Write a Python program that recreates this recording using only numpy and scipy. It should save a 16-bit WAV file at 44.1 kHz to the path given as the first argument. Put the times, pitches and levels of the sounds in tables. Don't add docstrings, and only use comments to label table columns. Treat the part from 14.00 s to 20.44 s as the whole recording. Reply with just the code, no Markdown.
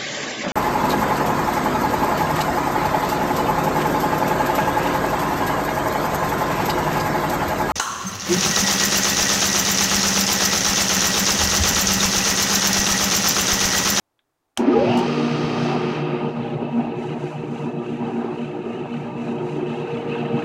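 import sys
import numpy as np
from scipy import signal
from scipy.fft import rfft, irfft
from scipy.io import wavfile

SR = 44100
rng = np.random.default_rng(int(sys.argv[2]) if len(sys.argv) > 2 else 0)


def pcm_store(signal):
    levels = np.round(np.clip(np.atleast_2d(signal), -1, 1) * 32767)
    wavfile.write(sys.argv[1], SR, levels.astype(np.int16).T)


N = 284004
T = np.arange(N) / SR
HZ = np.maximum(np.fft.rfftfreq(N, 1 / SR), 1)
MOTOR_HZ, PULLEY_HZ, MAINS_HZ, POWER_ON_S = 59.58, 28.812, 60, 0.574

# time_s, relative_speed
MOTOR_SPEED = [(.574, 0.23), (.62, 0.19), (.68, .27), (.72, .35), (.765, 0.45), (.81, 0.54), (.87, .645),
               (.92, .77), (.98, 0.86), (1.08, 0.91)]
PULLEY_SPEED = [(.6, 0.011), (.8, 0.46), (1.0, .85), (1.15, 0.91)]
def run_up(speeds):
    return curve(speeds) / speeds[-1][1]

def inrush():
    return np.clip((T - POWER_ON_S) / 0.022, 0, 1) ** 2 * (1 - run_up(MOTOR_SPEED) ** 40)

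# pitch_hz, width_hz, lift_db
HOUSING_MODES = [(275, 30, 14), (375, 48, 9), (448, 27.5, 14.5), (560, 20, 14.5), (670, 52, 2),
                 (750, 25, 6.5), (880, 76, 3)]
# mains_multiple, level_db
GROWL_HARMONICS = [(2, -17), (4, -5.5), (6, -7.5), (8, -22.5), (14, -34)]
def motor_start(motor):
    speed = run_up(MOTOR_SPEED)
    bars, field = 16 * motor, 2 * MAINS_HZ * T
    lower = undb(-9.5 + 11.5 * speed ** 2) * tone(bars - field + 0.17 * walk(37))
    upper = undb(-14) * tone(bars + field + 0.2 * walk(40))
    whine = tone(bars + 0.08 * walk(40)) + lower + upper
    whine *= undb(2 * tone(motor))
    whine = undb(-24 - 7.2 * speed) * resonate(whine, HOUSING_MODES)
    growl = sum(undb(db + 0.71 * walk(22)) * tone(k * MAINS_HZ * T + 0.075 * walk(44))
                for k, db in GROWL_HARMONICS)
    growl = undb(-18 - 3.6 * speed) * unit(growl)
    return signal.sosfilt(signal.butter(4, 200, "high", fs=SR, output="sos"), inrush() * (whine + growl))

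# turn_multiple, level_db
MOTOR_ORDERS = [(1, -59.5), (2, -48), (3, -49), (5, -42), (6, -39), (8, -47), (13, -51), (16, -52)]
PULLEY_ORDERS = [(7, -43.5), (10, -49.5), (12, -44.5), (13, -44), (14, -49), (16, -42), (19, -47.5),
                 (21, -50), (22, -52.5), (25, -52), (28, -56.5), (29, -53.5), (30, -53.5), (31, -48.5),
                 (33, -54.5), (43, -56.5), (44, -55)]
def shafts(motor, pulley):
    orders = tones(motor, MOTOR_ORDERS, flutter_db=1.5) + tones(pulley, PULLEY_ORDERS, flutter_db=4)
    boom = undb(-32 + 1.7 * walk(6.2)) * surge() * load(0.65) * tone(4 * motor, boom_beat())
    return throb(0.33) * load(0.8) * lull(0.48) * orders + boom

BEARING_HZ, PULLEY_BEARING_HZ, WHISTLE_HZ = 151.4, 467.2, 2622
# pitch_hz, level_db
FAINT_TONES = [(302.7, -40), (434.1, -45.5), (592.3, -49), (715, -52), (756.8, -53.5), (808, -55.5),
               (934.4, -53), (953.3, -51.5), (1192.5, -53), (1312, -57.5), (1497, -63.5), (1728, -63)]
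# time_s, motor_bearing_db, hum_db, pulley_bearing_db
LEAD_LEVELS = [(1.15, -27, -44, -33), (1.96, -28.5, -27, -36), (2.75, -36.5, -39.5, -36),
               (3.15, -33.5, -31, -40), (4.66, -39.5, -33, -39), (5.05, -38, -40.5, -38),
               (5.64, -31, -30.5, -35), (5.95, -36.5, -41, -29.5), (6.44, -28.5, -50, -27)]
def running_tones(motor):
    spin = motor / MOTOR_HZ
    faint = tones(spin, FAINT_TONES, flutter_db=4) + undb(-46.5) * tone(2 * MAINS_HZ * T)
    leads = (tone(BEARING_HZ * spin, drone_beat()), tone(6 * MAINS_HZ * T, lull(1)),
             tone(PULLEY_BEARING_HZ * spin))
    swelling = sum(undb(curve(LEAD_LEVELS, i) + 3 * walk(21)) * x for i, x in enumerate(leads, 1))
    whistle = undb(-53.5 + 1.7 * walk(6.9)) * load(1) * tone(WHISTLE_HZ * spin)
    return throb(0.11) * lull(0.26) * faint + swelling + whistle

# pitch_hz, level_db (relative to the belt's scuffing)
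STRAIN_TONES = [(301.5, -3), (468.3, -6), (1190.5, -9.5), (1238, -10), (1265, -13.5), (2762, -19.5),
                (3187, -17), (3741, -21.5), (4753, -24.5)]
def motor_strain(motor):
    singing = tones(motor / MOTOR_HZ, STRAIN_TONES, flutter_db=1.5)
    return undb(curve(SLIP_LEVELS)) * (1 - inrush()) * singing

# time_s, scuff_db, hiss_db
SLIP_LEVELS = [(1.0, -32, -30.5), (1.55, -33.5, -32), (1.66, -33, -29.5), (1.8, -34, -36.5),
               (1.97, -33.5, -37), (2.05, -37, -47.5), (2.21, -38, -53), (2.3, -49, -49), (2.9, -67, -82),
               (3.4, -88, -100)]
# frequency_hz, level_db
SLIP_EQ = [(620, -39), (1050, -5.5), (1220, -2), (1620, -8.5), (2310, -8), (2580, -4), (2900, -9.5),
           (3150, -8.5), (3510, -16), (3810, -13.5), (4890, -14.5), (6280, -24), (6730, -30),
           (16000, -61.5)]
def belt_slip(motor):
    speed = curve(MOTOR_SPEED)
    friction = colour(bursts(motor, depth_db=0.8), SLIP_EQ)
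    scuff = signal.sosfiltfilt(signal.butter(3, 3250, fs=SR, output="sos"), friction)
    hiss = friction - scuff + undb(-22) * ring(noise(), PULLEY_MODES[:4])
    return (undb(curve(SLIP_LEVELS)) * speed ** 0.48 * scuff
            + undb(curve(SLIP_LEVELS, 2)) * speed ** 1.1 * hiss)

def slipping(grip_s=1.64, fall_db_per_s=27.5):
    return undb(-fall_db_per_s * np.maximum(T - grip_s, 0))

# centre_s, half_length_s, pitch_hz, level_db
SQUEAKS = [(0.739, 0.011, 1236, -26.5), (0.785, 0.055, 815, -26)]
def belt_squeal(sag_hz_per_s=300):
    squeaks = sum(undb(db) * swell(s, width) * tone(turns(hz - sag_hz_per_s * (T - s)))
                  for s, width, hz, db in SQUEAKS)
    pitch_hz = (1313 + 1906 * curve(MOTOR_SPEED)) * (1 + 0.06 * walk(400))
    return squeaks + undb(-33.5 + 2.5 * walk(90)) * swell(0.934, 0.075) * tone(turns(pitch_hz))

# peak_s, hiss_db, chirp_db
SWISHES = [(2.15, -82, -54), (2.48, -70, -58), (2.78, -66.5, -76), (3.05, -58.5, -49.5),
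           (3.26, -56.5, -48.5), (3.43, -68, -61), (3.59, -58, -49.5), (3.91, -63.5, -50),
           (4.13, -64.5, -54), (4.41, -63.5, -47), (4.73, -67, -50), (4.97, -64, -50), (5.26, -60, -52),
           (5.51, -58, -51), (5.74, -60, -46.5), (5.94, -62, -44.5), (6.15, -62, -41), (6.42, -61, -43)]
def swish_gain(column, rise_s=0.079, fall_s=0.1):
    return sum(undb(row[column]) * swell(row[0], np.where(T < row[0], rise_s, fall_s), order=3)
               for row in SWISHES)

# frequency_hz, level_db
CHIRP_EQ = [(760, -43), (1300, -8.5), (1380, -15), (1550, -10), (1630, -7.5), (2160, -5.5), (2710, 0.5),
            (3370, -10.5), (3860, -12.5), (4470, -20), (5560, -28), (6000, -57), (7800, -63.5),
            (13200, -120)]
# pitch_hz, width_hz, level_db
FITTING_MODES = [(1240, 100, 1.5), (1520, 42, -7.5), (2595, 85, 0.5), (2795, 41, -9.5), (3900, 280, -14)]
def belt_chirp(pulley):
    grip = curve(PULLEY_SPEED) ** 4 * (1 - 0.8 * slipping())
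    level = (swish_gain(2) + undb(-44) * load(0.84)) * undb(1.2 * walk(14))
    chirps = grains(per_s=650, lo_hz=1158, hi_hz=4400, decay_s=0.0045, glide=0.6, spread_db=3)
    friction = chirps + undb(-1) * noise() + undb(1) * per_turn(pulley, PULLEY_HZ)
    friction *= undb(tone(pulley))
    chatter = undb(-5 + 2.8 * walk(45)) * ring(noise() + per_turn(pulley, PULLEY_HZ), FITTING_MODES)
    return level * grip * (colour(friction, CHIRP_EQ) + chatter)

# frequency_hz, level_db
SWISH_EQ = [(2650, -29.5), (4500, -3.5), (5360, -3.5), (6150, 1), (6660, -2), (7370, -1.5), (8370, -8.5),
            (11000, -14.5), (13000, -22.5), (15200, -49)]
# pitch_hz, width_hz, level_db
PULLEY_MODES = [(4510, 83, -3.5), (4640, 70, 5.5), (6190, 74, 6.5), (6240, 130, -4), (7290, 110, -1.5),
                (7990, 70, -8.5), (8760, 90, -7), (9520, 36, -6)]
def belt_swish(pulley, brush_s=2.972):
    level = swish_gain(1) + undb(-69) + undb(-72.5) * (T > brush_s) + undb(curve(SLIP_LEVELS, 2) - 25.5)
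    hiss = colour(bursts(pulley, depth_db=0.8), SWISH_EQ)
    metal = undb(-7) * ring(noise(), PULLEY_MODES)
    return level * curve(PULLEY_SPEED) ** 4 * unit(hiss + metal)

# pitch_hz, width_hz, level_db
BOOM_MODES = [(241.5, 15, 0)]
DRONE_MODES = [(120, 13, -11), (146, 7.9, -1.5), (175, 36, -9)]
FRAME_MODES = [(299.6, 20, -5), (357.2, 18.7, -2.5), (381.5, 33, -1.5), (423, 66, -9.5)]
# frequency_hz, level_db
THUD_EQ = [(20, -1), (40, 8.5), (60, 10.5), (75, 16), (100, 1), (140, 2.5), (250, -41)]
def frame_rumble():
    speed, push = curve(MOTOR_SPEED), noise()
    boom = undb(-39) * throb(0.96) * load(0.76) * ring(push, BOOM_MODES)
    drone_gain = undb(-38) * np.abs(drone_beat()) * load(0.39) + undb(-28) * inrush() * speed ** 2
    drone = drone_gain * speed * ring(push, DRONE_MODES)
    body_gain = undb(-34.5 + 2 * walk(14)) * throb(0.14) * load(0.37) * lull(0.94) * speed
    body = (body_gain + undb(-37) * inrush()) * ring(push, FRAME_MODES)
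    thud = undb(-59) * throb(0.25) * load(0.29) * speed ** 2 * colour(noise(), THUD_EQ)
    return boom + drone + body + thud

# pitch_hz, width_hz, level_db
LARGE_PANELS = [(570, 160, -1.5), (715, 32, -7)]
SMALL_PANELS = [(798, 57, 2.5), (931, 80, 0.5), (1250, 280, -11), (1670, 980, -13.5)]
# centre_s, half_length_s, large_panels_db, small_panels_db
RATTLES = [(0.79, 0.18, -42, -47), (0.946, 0.046, -42, -40), (1.7, 0.16, -47, -46),
           (2.807, 0.019, -40, -50), (4.08, 0.041, -57, -37.5), (4.253, 0.094, -63, -40.5),
           (5.322, 0.18, -48, -53)]
def panel_rattle(motor, pulley):
    repeating = undb(-1) * per_turn(pulley, PULLEY_HZ) + undb(-4) * per_turn(motor, MOTOR_HZ)
    taps = grains(per_s=260, lo_hz=600, hi_hz=1702, decay_s=0.0055, glide=0.15, spread_db=2.5)
    clatter = repeating + undb(-4.5) * bursts(pulley, depth_db=3.5) + undb(-5.5) * taps
    steady = load(0.58) * undb(1.43 * walk(16))
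    large = undb(-40.5) * steady + sum(undb(db) * swell(s, width) for s, width, db, _ in RATTLES)
    small = undb(-41) * steady + sum(undb(db) * swell(s, width) for s, width, _, db in RATTLES)
    return large * ring(clatter, LARGE_PANELS) + small * ring(clatter, SMALL_PANELS)

# start_s, frame_db, panels_db
KNOCKS = [(0.61, -12, -21), (1.178, -18, -47), (2.63, -15.5, -37), (2.806, -27.5, -28), (2.868, -31, -23.5),
          (2.942, -29, -26), (3.105, -17, -44), (3.239, -20.5, -51), (3.436, -19, -33), (3.644, -18.5, -43),
          (4.024, -21.5, -21), (4.196, -23, -37), (4.245, -17.5, -44), (4.66, -21, -46),
          (4.857, -31, -25.5), (5.293, -27, -27), (5.628, -16.5, -28), (6.379, -29, -23)]
# start_s, level_db
BELT_TICKS = [(3.861, -30), (4.938, -28), (5.362, -33), (5.66, -31.5), (5.87, -28), (6.153, -25),
              (6.392, -26)]
def knocks():
    panels = LARGE_PANELS + SMALL_PANELS
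    blows = sum(undb(frame_db) * strike(s, FRAME_MODES) + undb(panels_db) * strike(s, panels)
                for s, frame_db, panels_db in KNOCKS)
    return undb(1) * blows + sum(undb(db) * strike(s, FITTING_MODES) for s, db in BELT_TICKS)

# pitch_hz, level_db, t60_s
LEVER_MODES = [(1510, -23, 0.012), (3060, -12, 0.015), (6100, -28, 0.012), (8370, -14.5, 0.0075)]
# pitch_hz, width_hz, level_db
SWITCH_MODES = [(1390, 1600, 4.5), (3120, 660, -6), (4520, 1800, -26), (6040, 1600, 0.5), (8200, 410, -19),
                (12200, 880, -32), (12100, 7000, -18)]
# start_s, level_db, low_hz, high_hz, t60_s
CLICKS_AND_THUMPS = [(0.191, -57.5, 3220, 3900, 0.017), (0.191, -62, 1190, 2600, 0.04),
                     (.567, -45, 486, 3000, 0.042), (0.574, -17, 300, 15000, 0.017),
                     (.597, -42, 5500, 8900, 0.031), (.68, -57, 25, 90, .15),
                     (0.972, -37, 6400, 15020, 0.069), (0.989, -40, 6500, 15000, .05),
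                     (1.447, -38, 25.07, 90, .12)]
def clicks_and_thumps(attack_s=0.00035, room_t60_s=0.17):
    age = np.maximum(T - POWER_ON_S, 0)
    lever = sum(undb(db - 60 * age / t60) * np.sin(2 * np.pi * hz * age) for hz, db, t60 in LEVER_MODES)
    out = lever * (1 - np.exp(-age / attack_s))
    for s, db, lo, hi, t60 in CLICKS_AND_THUMPS:
        age = np.maximum(T - s, 0)
        crack, tail = undb(-60 * age / t60), undb(-17 - 60 * age / room_t60_s)
        envelope = (1 - np.exp(-age / attack_s)) * (crack + tail)
        band = signal.butter(3, [lo, hi], "band", fs=SR, output="sos")
        out += undb(db) * envelope * unit(signal.sosfilt(band, ring(noise(), SWITCH_MODES)))
    return out

# frequency_hz, level_db
ROOM_EQ = [(25, -5.5), (60, -14), (101, -2), (213, -14.5), (264, -2), (475, -8), (749, -5), (2780, -21.5),
           (11800, -26), (15000, -27)]
def room_tone():
    return undb(-75) * colour(noise(), ROOM_EQ)

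# time_s, level_db
LOAD = [(1.1, -27), (1.22, -29), (1.59, -26), (3.32, -37), (4.18, -39), (4.46, -38), (5.99, -33),
        (6.44, -29.5)]
def load(share):
    db = curve(LOAD)
    return undb(share * (db - np.median(db)))

# centre_s, half_length_s, gain_db
SURGES = [(1.204, 0.22, 4.5), (1.777, 0.13, 3.5), (2.03, 0.059, -12), (2.8, 0.06, 10), (3.326, 0.05, -18),
          (3.689, 0.058, 6.5), (4.135, 0.22, 9), (4.73, 0.066, 5.5), (5.288, 0.055, 7), (5.85, 0.093, -8)]
def surge():
    return undb(sum(db * swell(s, width) for s, width, db in SURGES))

# centre_s, half_length_s, gain_db
LULLS = [(2.354, 0.03, -16), (2.507, 0.027, -12), (2.734, 0.047, -10), (3.353, 0.045, -24),
         (3.54, 0.09, -6), (4.95, 0.091, -9), (5.194, 0.11, -7)]
def lull(share):
    return undb(share * sum(db * swell(s, width) for s, width, db in LULLS))

def throb(share):
    return (surge() * np.abs(boom_beat())) ** share

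def boom_beat():
    return beat(4 * MOTOR_HZ - 8 * PULLEY_HZ, peak_s=3.024, depth=0.79)

def drone_beat():
    return beat(BEARING_HZ - 5 * PULLEY_HZ, peak_s=3.094, depth=0.62)

def beat(hz, peak_s, depth):
    return 1 + depth * (1 - 0.7 * slipping()) * np.exp(-2j * np.pi * hz * (T - peak_s))

def undb(db):
    return 10 ** (np.asarray(db) / 20)

def unit(x):
    return x / np.std(x)

def curve(rows, column=1):
    rows = np.array(rows)
    return np.interp(T, rows[:, 0], rows[:, column])

def swell(s, width_s, order=2):
    return np.exp(-np.abs((T - s) / width_s) ** order)

def noise():
    return rng.standard_normal(N)

def walk(hz):
    return unit(irfft(rfft(noise()) / (1 + (HZ / hz) ** 4), N))

def colour(x, points):
    hz, db = np.transpose(points)
    return unit(irfft(rfft(x) * undb(np.interp(np.log(HZ), np.log(hz), db)), N))

def ring(x, modes):
    power = sum(undb(db) ** 2 / (1 + ((HZ / hz - hz / HZ) * hz / width / 1.46) ** 2) ** 2
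                for hz, width, db in modes)
    return unit(irfft(rfft(x) * np.sqrt(power), N))

def resonate(x, modes):
    return sum((-1) ** k * undb(db) * signal.lfilter(*signal.iirpeak(hz, hz / width, fs=SR), x)
               for k, (hz, width, db) in enumerate(modes))

def strike(s, modes):
    out, start = np.zeros(N), int(s * SR)
    age = T[:min(SR // 4, N - start)]
    rings = 0
    for hz, width, db in modes:
        level = undb(db + 2 * rng.standard_normal())
        pitch_hz = hz * (1 + 0.0087 * rng.standard_normal())
        rings += level * np.exp(-np.pi * width * age) * np.sin(2 * np.pi * pitch_hz * age)
    rings *= 1 - np.exp(-age / 0.0015)
    out[start:start + len(age)] = rings / np.abs(rings).max()
    return out

def turns(hz):
    return np.cumsum(hz) / SR

def tone(cycles, envelope=1):
    return np.sqrt(2) * np.imag(envelope * np.exp(2j * np.pi * (cycles + rng.random())))

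def tones(cycles, rows, flutter_db):
    flutter = [undb(flutter_db * walk(7.6)) for _ in range(5)]
    return sum(undb(db) * flutter[i % 5] * tone(k * cycles) for i, (k, db) in enumerate(rows))

def bursts(cycles, depth_db):
    return noise() * undb(depth_db * tone(cycles))

def per_turn(cycles, hz):
    size = int(SR / hz)
    return unit(np.interp(cycles % 1, np.arange(size) / size, rng.standard_normal(size)))

def grains(per_s, lo_hz, hi_hz, decay_s, glide, spread_db):
    age = T[:SR // 16]
    envelope = age / decay_s * np.exp(-age / decay_s)
    out = np.zeros(N + len(age))
    for when, pitch, bend, size in rng.random((int(per_s * T[-1]), 4)):
        cycles = lo_hz * (hi_hz / lo_hz) ** pitch * age * (1 + glide * (2 * bend - 1) * age)
        level = undb(-spread_db * np.log(1 - 0.95 * size))
        start = int(when * N)
        out[start:start + len(age)] += level * envelope * np.sin(2 * np.pi * cycles)
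    return unit(out[:N])

def scene():
    motor = turns(MOTOR_HZ * run_up(MOTOR_SPEED) * (1 + 0.001 * walk(4.37)))
    pulley = turns(PULLEY_HZ * run_up(PULLEY_SPEED) * (1 + 0.00041 * walk(2.73)))
    running = curve(MOTOR_SPEED) ** 3 * (shafts(motor, pulley) + running_tones(motor))
    drive = motor_start(motor) + running + motor_strain(motor)
    belt = belt_slip(motor) + belt_squeal() + belt_chirp(pulley) + belt_swish(pulley)
    wood = frame_rumble() + panel_rattle(motor, pulley) + knocks()
    powered = np.clip((T - POWER_ON_S) / 0.024, 0, 1)
    return (powered * (drive + belt + wood) + clicks_and_thumps() + room_tone())[None]

def record(dry):
    return signal.sosfilt(signal.ellip(8, 0.2, 70, 15750, fs=SR, output="sos"), dry)

dry = scene()
out = record(dry)
pcm_store(out)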